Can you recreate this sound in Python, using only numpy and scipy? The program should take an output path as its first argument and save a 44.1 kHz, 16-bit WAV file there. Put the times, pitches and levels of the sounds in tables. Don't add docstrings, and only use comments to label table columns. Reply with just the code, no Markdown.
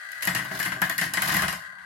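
import sys
import numpy as np
from scipy import signal
from scipy.fft import rfft, irfft
from scipy.io import wavfile
from scipy.ndimage import uniform_filter1d

SR = 44100
rng = np.random.default_rng(int(sys.argv[2]) if len(sys.argv) > 2 else 0)


def persist_wave(psi):
    counts = np.round(np.clip(psi, -1, 1) * 32767).astype(np.int16)
    wavfile.write(sys.argv[1], SR, np.atleast_2d(counts).T)


N = 81585
FFT_SIZE = 2 ** 17
TIME = np.arange(N) / SR
TAIL = TIME[:SR // 2]
BIN_HZ = np.maximum(np.arange(FFT_SIZE // 2 + 1) * SR / FFT_SIZE, 1)

# t/s, tick/dB, shell/dB, tube/dB, thud/dB,
# shell lean to the left/dB, favoured shell f/Hz, snap over tick/dB
KNOCKS = [(0.1172, -35, -45, -72, -83, -1, 1600, -4), (0.2225, -22, -27.5, -40.5, -73, 7, 1630, -8),
          (0.2302, -23, -31, -71, -51, 1, 1640, -4), (0.2519, -26.5, -50, -37, -56, -1, 1600, 2),
          (0.2718, -18.5, -17, -23.5, -23, 13, 1937, -4), (0.3486, -17, -28, -29, -32, 26, 1860, -10),
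          (0.362, -28, -33, -59, -31.5, -9, 2090, -11), (0.3856, -50, -25.5, -32, -42, 14, 1955, -6),
          (0.4492, -38, -33, -33.5, -60, 13, 1550, -1), (0.5114, -47, -29, -35, -43, 9.5, 1650, -11),
          (0.5903, -28, -49, -37, -48, -1, 1770, -4), (0.599, -22.5, -25, -34.5, -58, 14.5, 1720, -3),
          (0.628, -21, -25, -43, -46, 9.5, 1660, -7.5), (0.6501, -22.5, -25.5, -38, -56, 3, 1630, -16),
          (0.6589, -30.5, -25.5, -30, -30.5, 19.5, 2120, 4), (0.7188, -28, -21, -31.5, -35, 7, 2190, -27),
          (0.8174, -22, -14.5, -22, -21.5, 8, 1683, -0.5),
          (0.896, -22, -21.5, -30.5, -36.5, 8.5, 1850, -1.5),
          (0.9798, -18.5, -24.5, -42, -65, 3, 1780, -4.5), (0.9848, -25, -23, -75, -40, 12, 1900, -14),
          (1.0126, -18, -22, -30.5, -29, 19.5, 1950, -13.5), (1.0613, -42, -27.5, -55, -33.5, 4, 1845, 5.5),
          (1.1364, -17.5, -23.5, -31, -67.5, 7, 1890, -6.5), (1.1705, -21, -19, -27.5, -30, 12, 1924, -26),
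          (1.2197, -18.5, -18, -30, -67.5, 8, 1460, 0.5), (1.2768, -20, -35, -28.5, -38, -3, 1890, -16),
          (1.284, -27, -29.5, -30.5, -48, 19, 1850, 1), (1.291, -23.5, -21, -28.5, -28, 12.5, 1840, -16),
          (1.3223, -23, -23, -32, -27.5, -1, 1570, -13), (1.3419, -22.5, -23.5, -29.5, -28, 18, 1960, 0),
          (1.3659, -18.5, -20.5, -26, -33, 10.5, 1930, -1), (1.3892, -31, -20.5, -42, -55, 1, 1700, -1),
          (1.42, -18.5, -25.5, -21.5, -56, 8, 1652, -13), (1.4329, -40, -19.5, -36, -35, 6, 1440, 3),
          (1.4806, -18.5, -22, -28, -34.5, 11, 1933, -25), (1.526, -25, -26.5, -30.5, -64, 7, 1524, -8),
          (1.7256, -73, -57, -51, -79, -24, 1590, -15), (1.7817, -77, -42, -79, -63, 12, 1610, -2)]
# t/s, level/dB
CLUNKS = [(.511, -35.5), (.552, -39), (.598, -39.5), (.765, -40.5), (1.013, -39), (1.42, -34.5)]
# t/s, whir/dB, bowl ring/dB
FUNNEL_ROLL = [(0, -40, -48), (.2, -37, -46), (.6, -38, -45), (.8, -43.5, -39.5), (1.1, -41.5, -46),
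               (1.55, -46, -52), (1.66, -39.5, -41.5), (1.75, -48, -46), (1.85, -45, -47)]
# t/s, rumble/dB, rattle/dB
CHUTE_ROLL = [(0, -99, -58), (.2, -74, -50.5), (.28, -44, -44), (.42, -40.5, -45), (.49, -48.5, -48),
              (.55, -42.5, -35.5), (.61, -49.5, -39), (.75, -41, -55), (.8, -48, -52), (.86, -47, -37.5),
              (.96, -54.5, -74), (1.04, -40.5, -32.5), (1.12, -48.5, -54), (1.25, -47, -32),
              (1.36, -44, -29), (1.46, -44, -40), (1.56, -65, -63), (1.63, -64.5, -62), (1.85, -86, -84)]
# t/s, level/dB
WALL_RING = [(.2, -81), (.3, -59), (.5, -53), (.8, -55), (.9, -49), (1, -57), (1.1, -49), (1.22, -37.5),
             (1.3, -34.5), (1.38, -35), (1.48, -39.5), (1.56, -45.5), (1.66, -53)]
TOWER_SHAKE = [(1.2, -47), (1.29, -41), (1.36, -35), (1.41, -37.5), (1.455, -34.5), (1.5, -44), (1.57, -47),
               (1.63, -65)]

# f/Hz, relative level/dB
SNAP_EQ = [(2000, -21), (4000, -13), (7000, 15), (9300, -3), (11200, 23), (15500, 6.5)]
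TICK_EQ = [(1500, -11.5), (2800, 4.5), (3400, -4.5), (4200, 2), (5000, 2), (5800, -3.5), (8500, -2.5),
           (9300, -5.5), (10200, 1), (11400, -2.5), (13500, -7.5), (15500, -22)]
SHELL_EQ = [(900, -29), (1300, -14.5), (1550, 2.5), (1750, -2.5), (2050, 2.5), (2350, -13), (3000, -8),
            (5000, -27.5), (9000, -42)]
TUBE_EQ = [(250, -13), (440, -23), (660, -1), (870, -5), (1040, 2), (1300, 1), (1700, -10), (3000, -30)]
THUD_EQ = [(25, -44), (50, -31), (75, -15), (90, -17), (120, -5), (160, -2), (183, 2), (235, -17),
           (310, -12), (440, -32), (900, -45)]
WHIR_EQ = [(40, -50), (90, -42), (180, -29), (240, -39), (480, -43), (610, -22), (760, -21), (900, -30),
           (1050, -22), (1170, -13), (1400, -11), (1540, 0), (1750, -3), (2020, -5), (2300, -23),
           (2850, -20), (3700, -25), (4600, -21), (5500, -31), (11000, -33), (16000, -48)]
RATTLE_EQ = [(200, -17), (320, -12), (440, -21), (680, -1), (870, -4), (1050, 1), (1300, 0), (1800, 3),
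             (2500, -4), (4800, -6), (9000, -13), (11200, -6), (15500, -15)]
ROOM_EQ = [(25, -1), (80, 5), (200, 2), (1000, -29), (16000, -44)]

# f/Hz, relative level/dB, t60/s
SHELL_MODES = [(1049, -5, .22), (1169, -9, .2), (1315, -11, .15), (1489, -4, .18), (1572, -3, .15),
               (1648, -1, .17), (1713, 0, .2), (1786, 0, .2), (1868, -1, .18), (1900, -3, .15),
               (2003, -2, .15), (2090, -5, .15), (2853, -13, .18)]
TOWER_MODES = [(77.3, -21, 0.24), (110.6, -11.5, 0.18), (162, -8, 0.11), (181.2, -1, 0.16),
               (316, -2, 0.069)]
COLUMN_MODES = [(177.6, -2.5, 0.16), (322, -5.5, 0.098), (383, -6, 0.25), (643, 1, .2), (769, 1.5, 0.099)]
BOWL_MODES = [(597, -18, .25), (1183, -11, .25), (1240, -11, .25), (1477, -4, .25), (1555, -2, .25),
              (1587, 0, .3), (1663, -1, .25)]
WALL_MODES = [(785, -10, .2), (945, -6, .2), (1049, 0, .4), (1169, -4, .25), (1489, -5, .25)]
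SHAKE_MODES = [(76, -5, .3), (116, -7, .2), (150, -3, .2), (166, 0, .2), (184, 0, .25)]

# f/Hz, left-right correlation, left minus right/dB
IMAGE = [(30, 0.93, 5), (100, 1, 0.5), (186, 0.99, -1.5), (280, 0.8, 1.5), (660, 0.76, -3.5),
         (1060, 0.06, 3), (1690, 0.032, 10.5), (2310, 0.27, 0.5), (3650, 0.0084, 2.5), (10000, 0.011, -0.5)]

SHELL_RISE_S, THUD_RISE_S, SETTLE_S = .0025, .004, .005
FAVOUR_DB, FAVOUR_WIDTH_HZ = 14, 112
EQ_RIPPLE_DB, KNOCK_RIPPLE_DB, RIPPLE_STEP_HZ, RIPPLE_FROM_HZ = 2.5, 6.5, 140, 2500
BUMPS_PER_S, BUMP_SPREAD_DB, SWELL_CYCLES, STEADY_S = 700, 4.5, 2, .03
ROOM_T60_S, ROOM_TONE_DB = .3, -82
LOW_CUT_HZ, HIGH_CUT_HZ = 32, 16000


def knocks():
    times, tick, shell, tube, thud, lean, pitches, snap = np.transpose(KNOCKS)
    shell = np.array([db + split(left) for db, left in zip(shell, lean - lean.mean())])
    return (dense_ring(times, tick + snap + 4.5, SNAP_EQ, rise_s=.0005, t60=.017, room_db=-19)
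            + dense_ring(times, tick - 3.5, TICK_EQ, rise_s=.0006, t60=.022, room_db=-9)
            + dense_ring(times, shell - .5, SHELL_EQ, SHELL_RISE_S, t60=.041, room_db=-8.5)
            + dense_ring(times, tube + 2.5, TUBE_EQ, SHELL_RISE_S, t60=.052, room_db=-8.5)
            + dense_ring(times, thud - 2.5, THUD_EQ, THUD_RISE_S, t60=.046, room_db=-11)
            + clear_ring(times, shell - 15.5, pitches, SHELL_MODES, SHELL_RISE_S, spread_db=-.5)
            + clear_ring(times, thud - 3, pitches, TOWER_MODES, THUD_RISE_S, spread_db=3))


def dense_ring(times, levels_db, eq, rise_s, t60, room_db):
    out = np.zeros((2, N))
    envelope = decay(t60, room_db) * attack(rise_s)
    for t, db in zip(times, levels_db):
        add(out, t, from_db(db) * envelope * contact_noise())
    return colour(out, eq)


def clear_ring(times, levels_db, pitches, modes, rise_s, spread_db):
    out = np.zeros((2, N))
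    for hz, mode_db, t60 in modes:
        tone = mode_tone(hz, mode_db, t60) * attack(rise_s)
        for t, db, pitch in zip(times, levels_db, pitches):
            favour_db = FAVOUR_DB * np.exp(-((hz - pitch) / FAVOUR_WIDTH_HZ) ** 2)
            strength = from_db(db + favour_db + spread_db * rng.standard_normal())
            add(out, t, tone * strength * rng.choice([-1, 1]))
    return out


def contact_noise():
    hz = np.arange(len(TAIL) // 2 + 1) * SR / len(TAIL)
    gain = from_db(KNOCK_RIPPLE_DB * ripple(hz))
    gain = np.where(hz > RIPPLE_FROM_HZ, unit_power(gain), 1)
    white = rng.standard_normal((2, len(TAIL)))
    settled = irfft(rfft(white) * gain, len(TAIL))
    onset = np.exp(-(TAIL / SETTLE_S) ** 2)
    return onset * white + (1 - onset) * settled


def clunks():
    out = np.zeros((2, N))
    for t, db in CLUNKS:
        column = sum(mode_tone(*mode) for mode in COLUMN_MODES)
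        add(out, t, from_db(db) * column * attack(SHELL_RISE_S))
    return out


def chutes():
    rumble_db, rattle_db = automation(CHUTE_ROLL)
    shake_start_s = TOWER_SHAKE[0][0]
    shake = ringing(automation(TOWER_SHAKE)[0], SHAKE_MODES) * (TIME > shake_start_s)
    roll = rolling(rumble_db, THUD_EQ) + rolling(rattle_db, RATTLE_EQ)
    walls = ringing(automation(WALL_RING)[0], WALL_MODES)
    return roll + walls + shake


def funnel():
    whir_db, ring_db = automation(FUNNEL_ROLL)
    return rolling(whir_db, WHIR_EQ) + ringing(ring_db, BOWL_MODES)


def rolling(level_db, eq):
    response = rng.standard_normal((2, len(TAIL))) * decay(t60=.03, room_db=-9)
    return steady(colour(bumps_into(response), eq)) * from_db(level_db)


def ringing(level_db, modes):
    response = sum(mode_tone(hz, db, t60) * attack(SWELL_CYCLES / hz) for hz, db, t60 in modes)
    return steady(bumps_into(response)) * from_db(level_db)


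def bumps_into(response):
    hits = rng.random(N) < BUMPS_PER_S / SR
    strength = from_db(BUMP_SPREAD_DB * np.minimum(rng.exponential(1, N), 4))
    bumps = hits * strength * rng.choice([-1, 1], N)
    return irfft(rfft(bumps) * rfft(response, N), N)


def room_tone():
    return from_db(ROOM_TONE_DB) * colour(rng.standard_normal((2, N)), ROOM_EQ)


def mode_tone(hz, mode_db, t60):
    phase = split(np.arccos(correlation(hz))) * rng.choice([-1, 1])
    return pan(hz) * np.sin(2 * np.pi * hz * TAIL + phase) * from_db(mode_db - 60 * TAIL / t60)


def colour(x, eq):
    gain = from_db(at_hz(eq, BIN_HZ) + EQ_RIPPLE_DB * ripple(BIN_HZ))
    cepstrum = irfft(np.log(unit_power(gain)))
    cepstrum[1:FFT_SIZE // 2] *= 2
    cepstrum[FFT_SIZE // 2 + 1:] = 0
    mid, side = rfft(x, FFT_SIZE)
    alike = correlation(BIN_HZ)
    pair = np.sqrt((1 + alike) / 2) * mid + np.sqrt((1 - alike) / 2) * side * [[1], [-1]]
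    return irfft(pair * pan(BIN_HZ) * np.exp(rfft(cepstrum)))[:, :N]


def ripple(hz):
    steps = np.arange(0, SR / 2, RIPPLE_STEP_HZ)
    peaks = np.diff(rng.standard_normal(len(steps) + 1)) / np.sqrt(2)
    return np.interp(hz, steps, peaks * (steps > RIPPLE_FROM_HZ))


def attack(rise_s):
    return 1 - np.exp(-TAIL / rise_s)


def decay(t60, room_db):
    return np.hypot(from_db(-60 * TAIL / t60), from_db(room_db - 60 * TAIL / ROOM_T60_S))


def steady(x):
    power = uniform_filter1d(np.mean(x ** 2, axis=0), int(STEADY_S * SR))
    return x / np.sqrt(power + 1e-12)


def pan(hz):
    return unit_power(from_db(split(at_hz(IMAGE, hz, column=2))))


def correlation(hz):
    return np.clip(at_hz(IMAGE, hz), -1, 1)


def split(difference):
    return np.array([[.5], [-.5]]) * difference


def unit_power(gain):
    return gain / np.sqrt(np.mean(gain ** 2, axis=0))


def from_db(db):
    return 10 ** (np.asarray(db) / 20)


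def at_hz(table, hz, column=1):
    table = np.array(table)
    return np.interp(np.log(hz), np.log(table[:, 0]), table[:, column])


def automation(table):
    times, *curves = np.transpose(table)
    return [np.interp(TIME, times, curve) for curve in curves]


def add(out, t, sound):
    start = int(t * SR)
    out[:, start:start + sound.shape[1]] += sound[:, :N - start]


def scene():
    return knocks() + clunks() + funnel() + chutes() + room_tone()


def record(dry):
    thin = signal.sosfilt(signal.butter(2, LOW_CUT_HZ, "high", fs=SR, output="sos"), dry)
    return signal.sosfilt(signal.ellip(10, .2, 80, HIGH_CUT_HZ, fs=SR, output="sos"), thin)


dry = scene()
out = record(dry)
persist_wave(out)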